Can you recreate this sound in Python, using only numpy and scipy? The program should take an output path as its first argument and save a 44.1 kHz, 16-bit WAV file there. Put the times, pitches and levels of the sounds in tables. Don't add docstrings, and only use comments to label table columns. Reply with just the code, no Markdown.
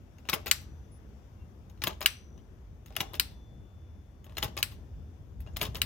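import sys
import numpy as np
from scipy import signal
from scipy.io import wavfile
from scipy.ndimage import uniform_filter1d

SR = 44100
rng = np.random.default_rng(int(sys.argv[2]) if len(sys.argv) > 2 else 0)


def voltage_ratio(decibels):
    exponent = np.asarray(decibels, float) / 20
    return 10 ** exponent


def log_audio(samples):
    frames = np.atleast_2d(samples).T
    limited = np.clip(frames, -1, 1)
    pcm = np.round(limited * 32767).astype(np.int16)
    wavfile.write(sys.argv[1], SR, pcm)


N = 257984

# t/s, pawl ring level/dB, bright chatter above it/dB
SNAPS = [(0.5126, -7, -4), (2.0596, -5.5, -6), (3.1973, -10, -3), (4.6279, -12.5, -2), (5.8171, -12, -4)]
# t after the strike/ms, level/dB, contact/ms
REBOUNDS = [
    (0, 4.5, 0.025),
    (.7, -7, 0.04),
    (1.39, 0.5, .13),
    (1.74, 2.5, .13),
    (4.2, -11, 0.12),
    (7.0, -12, 0.11),
]
# f/Hz, level/dB, t60/s, right below left/dB, right late/ms
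PAWL_MODES = [(1230, -23, 0.03, 1.5, 0.25), (1510, -22.5, 0.014, 2, 0.12), (1716, -19, 0.025, 2, .05),
              (1990, -17.5, 0.03, 3.5, 0.028), (2560, -7, 0.008, 7, .03), (2810, -0.5, 0.0045, 4.5, .05),
              (3020, -7, 0.008, -1, 0.048), (3900, -0.5, 0.0073, 7, 0.084), (4400, -13.5, 0.012, 6, 0.081),
              (4900, -15, 0.023, 4, 0.15), (6100, -13.5, 0.011, 2.5, .2), (7100, -9.5, 0.01, 5.5, .2),
              (7500, -9, 0.018, 6, .2)]
# f/Hz, level/dB, t60/s, right below left/dB, right late/ms
FRAME_MODES = [(1320, -10, .012, 4, 0.02), (2124, -7.5, 0.0037, 0, 0.04), (2400, -6, 0.0027, 16, 0.012),
               (2800, 1, .006, 2, 0.017), (3200, -2.5, 0.0039, 8.5, 0.013), (3650, 3, 0.0044, 14, 0.079),
               (4970, -7.5, 0.0086, -1.5, 0.15), (5450, -16.5, 0.015, 0.5, 0.42),
               (6288, -17.5, 0.021, -2.5, 0.3), (7200, -15.5, .006, 6, 0.19)]
# f/Hz, level/dB, t60/s, right below left/dB, right late/ms
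LINK_MODES = [(8990, -14.5, 0.0018, 2, 0.6), (10300, -10.5, 0.00084, 3.5, 0.17),
              (12204, -6, 0.002, 1.5, 0.22), (11950, -0.5, 0.0023, 1, 0.08), (13400, -4, .0016, 2.5, 0.23),
              (13600, -4.5, 0.0025, 9.5, 0.17), (15000, -2.5, 0.0014, 9, 0.36),
              (15600, 1, 0.0027, 10, 0.067)]
# f/Hz, level/dB, t60/s, right below left/dB, right late/ms
BASE_MODES = [(230, -10.5, 0.05, 2.5, .05), (353, -11, .06, 1, 0.045), (420, -3.5, .05, 3.5, .05),
              (617.5, 4.5, 0.026, 5, .05), (810, -1, 0.04, 6.5, 0.11), (1050, -1.5, .03, 6.5, 0.28),
              (1538, -2, 0.015, 9.5, 0.078)]
PAWL_FREE_MS, PAWL_HELD_DB = 4.5, -14.5

# t after its start/ms, frame level/dB, bright chatter above it/dB,
# base knock above it/dB, chatter length/ms
ENGAGE = [
    (0, 1.5, -16, -11, 4.5),
    (9.5, -9.5, -3, -6.5, 2.5),
]
CLICK = [
    (0, 2, 0, -15, 2.7),
    (19, -19.5, -3.5, -3, 8.0),
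]
LANDING = [
    (-4.5, -20.5, 2, 2, 4.5),
    (0, 1.5, -12, -14, 2.7),
    (6.5, -7.5, 2, -3.5, 3.8),
    (24, -22.5, -9, 5.5, 12.0),
    (47.5, -34, -13, 8, 14.0),
]
RELEASE = [
    (0, 1, 3, 1.5, 5.0),
    (7.8, 11, -17.5, -13.5, 1.8),
    (13, 0, -13, -12, 2.5),
    (18.46, 3.5, 0.5, -7.5, 6.0),
    (36, -7, -5, 0.5, 5.0),
]
# t/s, level/dB
ENGAGE_TIMES = [(0.2876, -23.5), (1.8186, -28.5), (2.9531, -46.5), (4.3688, -29), (5.5627, -35.5)]
CLICK_TIMES = [(0.296, -21), (1.8378, -21.5), (2.9642, -21), (4.3814, -25.5), (5.5681, -26.5)]
LANDING_TIMES = [(0.3308, -17), (1.87, -17), (3.0044, -18.5), (4.4268, -19), (5.6138, -17.5)]
RELEASE_TIMES = [(.4597, -35), (2.0068, -36), (3.134, -40.5), (4.5677, -35), (5.7463, -38)]
# t/s, level/dB, bright chatter above it/dB
BOUNCES = [(.3346, -21, -3), (.3437, -29, 4), (1.9057, -42, -15.5), (1.9292, -44, -11), (4.4429, -28, -0.5),
           (4.4505, -40, -18), (4.4661, -41, -19.5), (4.4791, -41.5, -6), (5.6287, -25.5, 4),
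           (5.6364, -28.5, -10), (5.6449, -34.5, -8), (5.6521, -28.5, -5), (5.6645, -37.5, 0),
           (5.6743, -43, -12)]
BOUNCE_KNOCK_DB, BOUNCE_MS = -11, 4.0
# t/s, level/dB, bright chatter above it/dB, base knock above it/dB
TOUCHES = [(0.1838, -52, -5, -9), (0.2531, -48.5, -14, 3), (0.2735, -56, 0, -11), (.589, -55.5, -4, -8),
           (.6137, -56.5, 6, 3.5), (1.6978, -55, -2, -5.5), (1.775, -59, -6.5, -7.5),
           (2.378, -53.5, -10.5, -3.5), (2.8604, -49, 4, -11), (2.8823, -54.5, -1, -14),
           (2.9043, -52, -17.5, 8.5), (2.924, -50, -7, -7), (3.3124, -57, 0, -1), (4.2432, -49, 2.5, -10),
           (4.2651, -50, -17, 5), (4.2952, -51, -10, 3), (4.322, -53, -8, 2), (4.352, -53, -9.5, -8),
           (4.7152, -47, -8, -11.5), (4.7214, -49.5, 0.5, -2), (5.4041, -51.5, 7.5, -3),
           (5.4636, -50.5, -23, 4), (5.472, -52.5, -17, 7.5), (5.5961, -43, -4, -12)]
TOUCH_MS, DRAG_AFTER_MS, DRAG_DB, DRAG_MS = 2.6, 8.9, -8.5, 14

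# t/s, level/dB, f/Hz
THUDS = [(0.296, -37, 113), (0.331, -21, 170), (1.841, -25, 113), (1.871, -24, 172), (2.968, -42, 104.8),
         (3.005, -27, 129), (4.372, -89.5, 90), (4.428, -26, 172), (4.449, -19, 104), (5.617, -25.5, 130),
         (5.687, -19, 101)]
# t/s, guide rod level/dB, rack level/dB
RODS = [(0.336, -80.5, -75.5), (.513, -80, -59.5), (2.06, -82.5, -56.5), (3.01, -64, -84),
        (3.195, -71.5, -66), (4.628, -75.5, -71.5)]
GUIDE_HZ, GUIDE_T60, RACK_T60 = 3488, 3.8, 0.75
RACK_HZ = np.array([[5846], [5965], [6029]])
RACK_DB = [
    [-4.5],
    [1],
    [-5.5],
]
# t/s, level/dB, f/Hz, t60/s
PINGS = [(.1842, -58, 6400, 0.026), (1.6973, -57.5, 6500, .03), (2.86, -53.5, 6470, .03),
         (4.2432, -56, 6650, 0.027), (2.378, -58.5, 5950, 0.033), (5.4725, -50, 2800, 0.06),
         (5.535, -64, 7000, 0.036)]

# f/Hz, t60/s
YARD_DECAY = [(300, 0.4), (1300, 0.29), (3500, 0.3245), (9000, 0.2669), (16000, 0.22)]
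# f/Hz, level/dB
YARD_TONE = [(300, 1.5), (1000, 5.5), (3000, -5.5), (6000, 0.5), (9000, -4), (15000, -8.5)]
YARD_DB, CRACK_DB = -9.5, 5
NEAR_DB, NEAR_T60 = 13.5, 0.05

# t/s, f/Hz, level/dB
PEEPS = [
    [(.9, 10320, -107), (.92, 10350, -62.5), (.976, 10290, -67), (1.0, 10300, -99)],
    [(1.36, 2720, -93), (1.378, 2770, -82), (1.42, 2740, -67.5), (1.48, 2770, -92)],
]
# f/Hz, level per Hz/dB
AIR_TONE = [(24, -34), (45, -7), (63, -1.5), (152, -17), (211, -19.5), (286, -24), (358, -26),
            (1890, -46.5), (3210, -50.5), (3550, -49), (4020, -56), (6020, -50.5), (8360, -62),
            (15300, -58), (16500, -83.5)]
AIR_DB, RUMBLE_TOP_HZ = -45, 130
# t/s, level/dB
TRAFFIC = [(0.0, -53.5), (0.99, -51), (1.55, -53), (1.9, -50), (2.31, -54), (2.7, -50), (3.16, -49.5),
           (3.24, -50.5), (4.01, -51), (5.85, -45)]
# t/s, level/dB
FAR_WASH = [(0.0, -70), (0.34, -68), (2.9, -71), (3.08, -63.5), (3.44, -71), (4.28, -71.5), (4.43, -67),
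            (5.36, -71), (5.85, -63)]
# f/Hz, likeness/1
AIR_SAME = [(60, .86), (150, .94), (380, .77), (950, .1), (2380, .05), (5980, .04), (15000, .035)]
# f/Hz, left above right/dB
AIR_LEFT = [(60, 0.5), (150, 3.4), (380, 4.5), (950, 9), (2380, 10), (5980, 5.5), (15000, 5.5)]
MIC_LOW_HZ, MIC_TOP_HZ = 45.5, 15800


def pawl():
    snap, crack = np.zeros((2, N)), np.zeros((2, N))
    fizz = rng.standard_normal((2, 900))
    t_ms = np.arange(2699) / SR * 1000
    for (s, db, bright_db), draw in zip(SNAPS, rng.standard_normal((len(SNAPS), 4, 900))):
        blows = voltage_ratio(-32.0) * chatter(draw, 4.5)
        for ms, rebound_db, contact_ms in REBOUNDS:
            push = np.exp(-0.5 * ((t_ms[:40] - 0.2) / (contact_ms / 2)) ** 2)
            add(blows, ms / 1000, voltage_ratio(rebound_db) * push[None] / push.sum())
        modes = body(PAWL_MODES, 1300, draw[2:], spread=0.015, spread_db=2.2, rise_ms=0.4)
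        ring = signal.fftconvolve(blows, modes, axes=1)
        held = np.clip((t_ms - PAWL_FREE_MS) / 0.38 + 1, 0, 1)
        ring = peaked(ring * voltage_ratio(PAWL_HELD_DB * held), db + 0.4)
        buzz = chatter(fizz + 0.5 * draw[:2], 2.5) + voltage_ratio(4.5) * blows
        links = signal.fftconvolve(buzz, body(LINK_MODES, 7000, 0.22 * draw[2:]), axes=1)
        ring += peaked(links, db + bright_db - 0.3)
        start = s - 0.0002
        add(snap, start, ring)
        add(crack, start, ring * voltage_ratio(14.0 - 25 * t_ms))
    return snap, crack


def lever():
    out, rows = np.zeros((2, N)), contacts()
    for (s, db, bright_db, knock_db, ms), draw in zip(rows, rng.standard_normal((len(rows), 3, 4, 900))):
        parts = ((FRAME_MODES, 1100, db - 0.4),
                 (LINK_MODES, 7000, db + bright_db - 0.4),
                 (BASE_MODES, 200, db + knock_db + 0.5))
        for (modes, low_hz, part_db), chance in zip(parts, draw):
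            ring = signal.fftconvolve(chatter(chance, 1.5 * ms), body(modes, low_hz, chance[2:]), axes=1)
            add(out, s, peaked(ring, part_db))
    return out


def contacts():
    rows = []
    for action, times in ((ENGAGE, ENGAGE_TIMES), (CLICK, CLICK_TIMES),
                          (LANDING, LANDING_TIMES), (RELEASE, RELEASE_TIMES)):
        for s, db in times:
            rows += [(s + ms / 1000, db + part_db, *rest) for ms, part_db, *rest in action]
    rows += [(*row, BOUNCE_KNOCK_DB, BOUNCE_MS) for row in BOUNCES]
    rows += [(*row, TOUCH_MS) for row in TOUCHES]
    rows += [(s + DRAG_AFTER_MS / 1000, db + DRAG_DB, *rest, DRAG_MS) for s, db, *rest in TOUCHES]
    return rows


def body(modes, low_hz, draw, spread=0.049, spread_db=1.8, rise_ms=0.017):
    hz, db, t60, right_db, late_ms = np.transpose(modes)[..., None]
    hz = hz * (1 + spread * draw[0, :len(hz), None])
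    db = db + spread_db * draw[1, :len(hz), None]
    late = np.array([0 * late_ms, late_ms / 1000])
    t = np.maximum(np.arange(1800) / SR - late, 0)
    level_db = db - np.array([0 * db, right_db]) - 60 * t / t60
    ring = voltage_ratio(level_db) * np.sin(2 * np.pi * hz * t)
    ring *= 1 - np.exp(-1000 * t / rise_ms)
    return signal.sosfilt(signal.butter(3, low_hz, "high", fs=SR, output="sos"), ring.sum(1))


def chatter(draw, ms, spike_db=6.0):
    t_ms = np.arange(draw.shape[1]) / SR * 1000
    return draw[:1] * voltage_ratio(spike_db * draw[1] - 10 * t_ms / ms)


def thuds():
    out, t = np.zeros(N), np.arange(4000) / SR
    for s, db, hz in THUDS:
        rise = 1 - np.exp(-t / 0.0037)
        add(out, s, voltage_ratio(db - 60 * t / 0.042) * rise * np.sin(2 * np.pi * hz * t))
    return out * voltage_ratio(np.array([[1.5], [-1.5]]))


def rods():
    out, t = np.zeros(N), np.arange(3 * SR) / SR
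    for s, guide_db, rack_db in RODS:
        beat = 1 + 0.2 * np.cos(2 * np.pi * 2.3 * t)
        add(out, s, beat * voltage_ratio(guide_db - 60 * t / GUIDE_T60) * np.sin(2 * np.pi * GUIDE_HZ * t))
        waver = voltage_ratio(3.9 * evened(uniform_filter1d(rng.standard_normal(len(t)), 250)))
        group = (voltage_ratio(RACK_DB) * np.sin(2 * np.pi * np.array(RACK_HZ) * t)).sum(0)
        add(out, s, waver * voltage_ratio(rack_db - 60 * t / RACK_T60) * group)
    for s, db, hz, t60 in PINGS:
        add(out, s, voltage_ratio(db - 60 * t / t60) * np.sin(2 * np.pi * hz * t))
    return out * voltage_ratio(np.array([[2.5], [-2.5]]))


def yard(x):
    out, turn = np.zeros((2, N)), 2 * np.pi * np.arange(N) / SR * 7.3
    for k in range(3):
        taps = np.zeros((2, SR // 2))
        at = np.arange(120, SR // 2 - 12, 12)
        at = at + rng.integers(0, 12, (2, len(at)))
        np.put_along_axis(taps, at, rng.choice([-1., 1.], at.shape), 1)
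        hz, t, z = signal.stft(taps, SR, nperseg=128)
        fall = voltage_ratio(-60 * t / read(YARD_DECAY, hz)[:, None]) + voltage_ratio(NEAR_DB - 60 * t / NEAR_T60)
        z *= voltage_ratio(read(YARD_TONE, hz))[:, None] * fall
        tail = signal.istft(z, SR, nperseg=128)[1]
        window = np.sqrt(2 / 3) * np.cos(turn + k * np.pi / 3)
        out += signal.fftconvolve(x * window, tail / np.linalg.norm(tail[0]), axes=1)[:, :N]
    return out


def birds():
    out = np.zeros(N)
    for rows in PEEPS:
        s, hz, db = np.transpose(rows)
        t = np.arange(s[0], s[-1], 1 / SR)
        waver = 1 + 0.1 * uniform_filter1d(rng.standard_normal(len(t)), 200)
        phase = 2 * np.pi * np.cumsum(np.interp(t, s, hz) * waver) / SR
        add(out, s[0], voltage_ratio(np.interp(t, s, db)) * np.sin(phase))
    return out * voltage_ratio(np.array([[2.5], [-3.5]]))


def air():
    frames, hz = N // 512 + 5, np.fft.rfftfreq(2048, 1 / SR)
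    a, b, c, d, patches = rng.standard_normal((frames, 1025, 5)).T
    patches = evened(uniform_filter1d(uniform_filter1d(patches, 20, 0), 10, 1))
    t = np.arange(frames) * 512 / SR
    s, db = np.transpose(TRAFFIC)
    swell_db = np.interp(t, s, db - db.mean())
    s, db = np.transpose(FAR_WASH)
    fade_db = np.interp(t, s, db - db.mean())
    share = 1 / (1 + (hz / RUMBLE_TOP_HZ) ** 2)[:, None]
    drift_db = share * (swell_db - fade_db) + fade_db
    same = np.clip(read(AIR_SAME, hz), -1, 1)[:, None]
    left = a + 1j * b
    z = np.array([left, same * left + np.sqrt(1 - same ** 2) * (c + 1j * d)])
    lean_db = read(AIR_LEFT, hz) / 2 * np.array([[1], [-1]])
    tone_db = (read(AIR_TONE, hz) + lean_db)[..., None]
    z *= voltage_ratio(tone_db + 1.2 * patches + drift_db) * (hz > 20)[:, None]
    return voltage_ratio(AIR_DB) * evened(signal.istft(z, nperseg=2048, noverlap=1536)[1][:, :N])


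def evened(x):
    return x / np.sqrt(np.mean(x ** 2) + 1e-20)


def peaked(x, db):
    return voltage_ratio(db) * x / np.sqrt(2 * uniform_filter1d(x[0] ** 2, size=50).max())


def read(points, hz):
    f, value = np.transpose(points)
    return np.interp(np.log(hz + 1), np.log(f + 1), value)


def add(mix, s, sound):
    part = mix[..., round(s * SR):][..., :sound.shape[-1]]
    part += sound[..., :part.shape[-1]]


def scene():
    rattle, (snap, crack) = lever(), pawl()
    scatter = voltage_ratio(YARD_DB) * yard(rattle + voltage_ratio(CRACK_DB) * crack)
    return rattle + snap + scatter + thuds() + rods() + birds() + air()


def top_cut(x):
    return signal.sosfilt(signal.butter(12, 17130, fs=SR, output="sos"), x)


def record(dry):
    heard = signal.sosfilt(signal.butter(4, MIC_LOW_HZ, "high", fs=SR, output="sos"), dry)
    heard = signal.sosfilt(signal.cheby1(8, 0.5, MIC_TOP_HZ, fs=SR, output="sos"), heard)
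    return top_cut(heard)


dry = scene()
out = record(dry)
log_audio(out)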